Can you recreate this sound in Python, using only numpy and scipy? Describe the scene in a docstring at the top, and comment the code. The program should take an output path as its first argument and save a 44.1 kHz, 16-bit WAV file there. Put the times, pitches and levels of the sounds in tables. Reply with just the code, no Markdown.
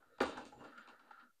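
"""A plastic toy truck on a wooden floor, close up in a quiet room: a hand shifts it, its wheels knock
down on the boards, then it is pushed round with tyres slipping and loose parts knocking.
Random slips, loose grains and bursts of contacts ring the floorboards and the plastic parts; narrow tones,
one sharp click and a deep shake of the floor join them. The knocks echo in the room, over a faint microphone hiss."""
import sys
import numpy as np
from scipy import signal
from scipy.fft import rfft, irfft, next_fast_len
from scipy.io import wavfile
from scipy.ndimage import map_coordinates

SR = 44100
rng = np.random.default_rng(int(sys.argv[2]) if len(sys.argv) > 2 else 0)


def transcribe(signal):
    """Save signal, clipped to [-1, 1], as a 16-bit WAV file at the path in sys.argv[1]."""
    frames = np.atleast_2d(signal).T
    limited = np.clip(frames, -1, 1)
    pcm = np.round(limited * 32767).astype(np.int16)
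    wavfile.write(sys.argv[1], SR, pcm)


def volts_from_db(level):
    """Convert decibel levels to linear amplitude ratios."""
    exponent = np.asarray(level, float) / 20
    return 10 ** exponent


N = 61739  # samples, 1.4 s


def unit(x):
    """Scale to rms 1."""
    return x / np.sqrt(np.mean(x ** 2) + 1e-20)


def along(points, hz):
    """Interpolate (f/Hz, value) points on a log frequency axis."""
    f, value = np.transpose(points)
    return np.interp(np.log(hz + 1), np.log(f + 1), value)


def wobble(rate):
    """A smooth random curve with rate knots a second."""
    knots = rng.standard_normal(int(N * rate / SR) + 4)
    return map_coordinates(knots, [np.arange(N) * rate / SR])


def filtered(x, response):
    """Filter x by a complex response of frequency."""
    size = next_fast_len(N + SR // 2)
    spectrum = rfft(x, size) * response(np.fft.rfftfreq(size, 1 / SR))
    return irfft(spectrum, size)[..., :N]


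def ringing(x, modes):
    """Ring x through a set of resonances, scaled so that a unit tap peaks at 1."""
    def body(f):
        total = 0
        for k, (centre, width, db) in enumerate(modes):
            # two band-passes in a row, the second twice as wide; neighbours have opposite signs
            narrow = 1j * f * width / (centre * centre - f * f + 1j * f * width)
            wide = 2j * f * width / (centre * centre - f * f + 2j * f * width)
            total = total + (-1) ** k * volts_from_db(db) * narrow * wide
        return total
    tap = filtered(np.eye(1, N)[0], body)
    return filtered(x, body) / np.abs(tap).max()


SLIPS_PER_S, SLIP_SPREAD_DB = 5000, 4
CLUMP_DB = 1.26  # scale of the two swells that bunch the slips


def slips():
    """Tiny irregular stick-slip taps of either sign that come in clumps."""
    happens = rng.random(N) < SLIPS_PER_S / SR
    size = volts_from_db(SLIP_SPREAD_DB * rng.standard_normal(N))
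    taps = happens * size * rng.choice([-1, 1], N)
    return taps * volts_from_db(CLUMP_DB * (wobble(60) + wobble(16.85)))


# Resonances of each part, low to high: f/Hz, width/Hz, level/dB
FLOORBOARD_MODES = [(166.5, 77, -16), (245, 35, 0.5), (300.4, 50.5, -0.5), (381.5, 66, -7.5),
                    (481.4, 69, -2.5), (557.6, 47.6, -5), (649, 100, -5)]
CHASSIS_MODES = [(771, 62, -0.5), (850, 68, -2), (958, 107, -1), (1114, 120, -6.5)]
HOLLOW_CAB_MODES = [(1262, 103, -2.5), (1385, 74, 0), (1499, 98, -5), (1748, 223, -9)]
THIN_PANEL_MODES = [(2267, 273, -1), (2746, 254, 2), (3159, 210, -2), (3563, 210, -1), (3994, 230, -0.5),
                    (4620, 430, -5)]
SMALL_TRIM_MODES = [(5620, 750, -2.5), (6640, 500, 0.5), (7200, 360, 1.5), (8550, 960, -1),
                    (11100, 2500, -28)]
PARTS = [FLOORBOARD_MODES, CHASSIS_MODES, HOLLOW_CAB_MODES, THIN_PANEL_MODES, SMALL_TRIM_MODES]
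# Share of the loose rattle that each part takes, in the order of PARTS: share [0 to 1]
RATTLE_SHARE = [0, 0, .3, 1, 1]
# Rolling and slipping: t/s, then level/dB of floorboards, chassis, hollow cab, thin panels, small trim
ROLL_LEVELS = [(0, -73.5, -81.5, -74.5, -89.5, -104), (0.178, -81.5, -94, -74.5, -89, -100),
               (0.298, -48.5, -68, -56, -59.5, -65.5), (.35, -58, -57.5, -57.5, -64, -81.5),
               (0.419, -52.5, -58, -63.5, -64.5, -83.5), (0.488, -66.5, -76, -69, -77.5, -76.5),
               (0.568, -65, -84, -84, -81.5, -100), (0.611, -57.5, -58, -62.5, -77.5, -81.5),
               (.68, -61, -68.5, -64, -74, -88.5), (.75, -70.5, -75, -63, -78, -89),
               (.83, -73, -75, -61, -71.5, -105), (0.931, -69, -74, -64, -85, -93),
               (.98, -80.5, -80.5, -68, -88.5, -104), (1.08, -70, -71, -71, -80, -104),
               (1.15, -79.5, -79, -64, -81, -100), (1.238, -78, -72, -67, -81, -104),
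               (1.27, -80, -95, -74, -107.5, -105), (1.331, -102, -110, -96, -105, -108)]
RATTLES_PER_S, RATTLE_DB = 250, 6.5  # loose plastic grains over the slips


def rolling():
    """Slips of the tyres and loose plastic grains excite every part, each at its own moving level."""
    times, *levels = np.transpose(ROLL_LEVELS)
    t = np.arange(N) / SR
    shared_slips = slips()
    happens = rng.random(N) < RATTLES_PER_S / SR
    rattle = happens * rng.standard_normal(N) * volts_from_db(RATTLE_DB)
    out = np.zeros(N)
    for level, modes, share in zip(levels, PARTS, RATTLE_SHARE):
        drive = shared_slips + slips() + share * rattle
        out += volts_from_db(np.interp(t, times, level)) * unit(ringing(drive, modes))
    return out


# Knocks: t/s, peak level/dB of floorboards, chassis, hollow cab, thin panels, small trim, chatter length/s
KNOCK_HITS = [(0.022, -100, -71.5, -68.5, -80, -99, 0.0056), (0.182, -59, -60, -62, -60.5, -74, 0.0042),
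              (0.203, -29, -34.5, -36.5, -34, -53.5, 0.0057), (.212, -32.5, -34.5, -35.5, -39, -45.5, .012),
              (0.229, -37, -50, -45, -41, -52.5, 0.018), (0.253, -49, -42.5, -51.5, -43.5, -52, 0.029),
              (.372, -52.5, -47.5, -49, -55, -57, .008), (.378, -58.5, -54, -56.5, -56.5, -59.5, .025),
              (0.451, -54, -72.5, -69, -54.5, -59.5, .045), (.519, -61, -63.5, -69.5, -84, -74, 0.012),
              (0.639, -57, -61, -63.5, -56, -70, 0.026), (0.777, -63.5, -88, -57.5, -55.5, -68, 0.011),
              (.874, -62.5, -56.5, -65, -53, -68, 0.031), (0.992, -94, -68, -66.5, -64, -80, 0.0091),
              (1.107, -73.5, -75, -56, -63.5, -76.5, .015), (1.195, -81.5, -75, -59, -62.5, -96, .02)]
CONTACTS = 24  # per knock
CONTACT_DB = -2  # one contact under the peak that the chatter adds up to
RISE_S = 0.0021  # time scale over which the contacts build up
THUD_KNOCK_DB = -19.5  # thud relative to the floorboard level of its knock


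def knocks():
    """Each knock is a first contact and a dying chatter that ring all parts, with a low floor thud beneath."""
    blows = np.zeros((len(PARTS), N + SR))
    push = np.zeros(N)
    for start, *part_db, length in KNOCK_HITS:
        draw = rng.random((CONTACTS, 2 + len(PARTS)))
        late = draw[:, 0] * (np.arange(CONTACTS) > 0)  # share of the chatter gone by; 0 is the first contact
        rise = np.clip(0.34 + late * length / RISE_S, 0, 1)
        sign = np.where(late > 0, np.sign(draw[:, 1] - 0.5), 1)
        size = volts_from_db(CONTACT_DB - 11.7 * late) * rise * sign
        places = ((start + late * length) * SR).astype(int)
        for k, db in enumerate(part_db):
            uneven_db = 5.5 * (draw[:, 2 + k] - 0.5)
            np.add.at(blows[k], places, size * volts_from_db(db + uneven_db))
        push[int(start * SR)] = volts_from_db(part_db[0] + THUD_KNOCK_DB)
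    t = np.arange(SR // 10) / SR
    low_tone = np.sin(2 * np.pi * 70 * t) * volts_from_db(-60 * t / 0.09)  # 70 Hz, down 60 dB in 0.09 s
    thud = np.convolve(push, low_tone)[:N]
    return sum(ringing(blow[:N], modes) for blow, modes in zip(blows, PARTS)) + thud


# Squeaks of a rubbing part and short rings of knocked parts: start t/s, length/s, f/Hz, level/dB
NARROW_TONES = [(0.098, 0.061, 502, -71), (0.13, 0.11, 3890, -83.5), (0.307, 0.091, 3710, -68),
                (.52, .06, 832, -59), (.52, .17, 7200, -82.5), (.585, 0.087, 2790, -74.5),
                (0.774, 0.024, 1385, -51.5), (.775, 0.05, 7200, -81), (1.106, 0.016, 850, -52),
                (1.188, 0.016, 1363, -59), (1.112, .14, 1376, -63.5), (0.769, 0.052, 245, -69.5),
                (1.04, 0.078, 245, -78.5), (1.224, 0.078, 239, -72), (1.259, 0.0553, 1378, -73.5)]
TONE_WIDTH_HZ, TONE_WIDTH_SHARE = 35, 0.022  # least width; extra width as a share of the pitch
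TONE_EDGE_S, TONE_FADE_DB = 0.006, 2.5  # fade at each end; loss over the length


def narrow_tones():
    """Squeaks of a rubbing part and short rings of knocked parts: random taps through one narrow resonance each."""
    out, t = np.zeros(N), np.arange(N) / SR
    for start, length, hz, db in NARROW_TONES:
        edges = np.clip(np.minimum(t - start, start + length - t) / TONE_EDGE_S, 0, 1)
        shape = edges * volts_from_db(-TONE_FADE_DB * np.clip((t - start) / length, 0, 1))
        tone = shape * ringing(slips(), [(hz, TONE_WIDTH_HZ + hz * TONE_WIDTH_SHARE, 0)])
        power = np.sum(tone ** 2) / (np.sum(shape ** 2) + 1e-9)
        out += volts_from_db(db) * tone / np.sqrt(power + 1e-20)
    return out


SNAP_S, SNAP_DB, SNAP_HZ = 0.225, -31, 3500  # time, level of the tap before the high-pass, corner


def snap():
    """A single sharp click: one tap through a third-order high-pass that leaves mostly treble."""
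    tap = np.zeros(N)
    tap[int(SNAP_S * SR)] = volts_from_db(SNAP_DB)
    return filtered(tap, lambda hz: (1j * hz / (SNAP_HZ + 1j * hz)) ** 3)


# Spectrum of the floor shaking the phone: f/Hz, level/dB per Hz (relative)
SHAKE_SPECTRUM = [(25, -5.5), (60, -8), (140, 0.5), (180, -18.5), (260, -81)]
# Level of that deep shake, before its random wobble: t/s, level/dB
SHAKE_LEVELS = [(0, -90), (.19, -84.5), (.26, -66), (.34, -85), (.385, -59), (.46, -85.5), (.62, -72),
                (.72, -92.5), (.76, -92), (1.39, -104)]


def floor_shake():
    """The floor shakes the phone: deep noise with a drawn level curve and a random wobble."""
    t = np.arange(N) / SR
    noise = rng.standard_normal(N)
    deep = unit(filtered(noise, lambda hz: volts_from_db(along(SHAKE_SPECTRUM, hz))))
    return volts_from_db(np.interp(t, *np.transpose(SHAKE_LEVELS)) + 3.3 * wobble(21.1)) * deep


# Decay of the room's echo: f/Hz, time to fall 60 dB/s
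ROOM_DECAY = [(100, 0.37), (300, 0.17), (1500, 0.19), (5000, 0.29), (12000, 0.22)]


def room(x):
    """Diffuse echo: decaying noise of unit energy, a new tail for every tenth of a second."""
    out, step = np.zeros(N + SR), SR // 10
    delay = 130  # samples, 3 ms
    for i in range(0, N, step):
        hz, t, noise = signal.stft(rng.standard_normal(SR // 2), SR, nperseg=256)
        decay = volts_from_db(-60 * t / along(ROOM_DECAY, hz)[:, None])
        tail = signal.istft(noise * decay, SR, nperseg=256)[1]
        wet = signal.fftconvolve(x[i:i + step], tail / np.linalg.norm(tail))
        out[i + delay:][:len(wet)] += wet[:len(out) - i - delay]
    return out[:N]


# Spectrum of the microphone hiss: f/Hz, level/dB per Hz (relative)
HISS_SPECTRUM = [(20, -21.5), (100, -10), (600, -4), (2000, -5.5), (4000, -4), (9400, -6), (14500, -6),
                 (15700, -24.5), (15850, -67)]
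HISS_DB = -86  # rms


def microphone_hiss():
    """Steady noise of the microphone, shaped by its spectrum."""
    noise = rng.standard_normal(N)
    return volts_from_db(HISS_DB) * unit(filtered(noise, lambda hz: volts_from_db(along(HISS_SPECTRUM, hz))))


WET_DB = -2.5  # echo of the knocks
CONTACT_HZ = 9800  # soft tyres and plastic pass little above this


def scene():
    """The truck and the floor with the echo of the knocks, softened in the treble, plus the bare click."""
    hits = knocks()
    echo = volts_from_db(WET_DB) * room(hits)
    truck = hits + echo + rolling() + floor_shake() + narrow_tones()
    softened = filtered(truck, lambda hz: 1 / (1 + 1j * (hz / CONTACT_HZ) ** 3))
    return (softened + snap())[None]


def roll_off(x):
    """The treble ends steeply here."""
    return signal.sosfilt(signal.butter(12, 15710, fs=SR, output="sos"), x)


TOP_HZ, OFFSET = 15800, -0.00015  # band limit of the scene; constant offset of the signal


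def record(dry):
    """The scene is band-limited, then microphone hiss and a small constant offset are added."""
    limited = filtered(dry, lambda hz: hz < TOP_HZ)
    mix = limited + microphone_hiss() + OFFSET
    return roll_off(mix)


dry = scene()
out = record(dry)
transcribe(out)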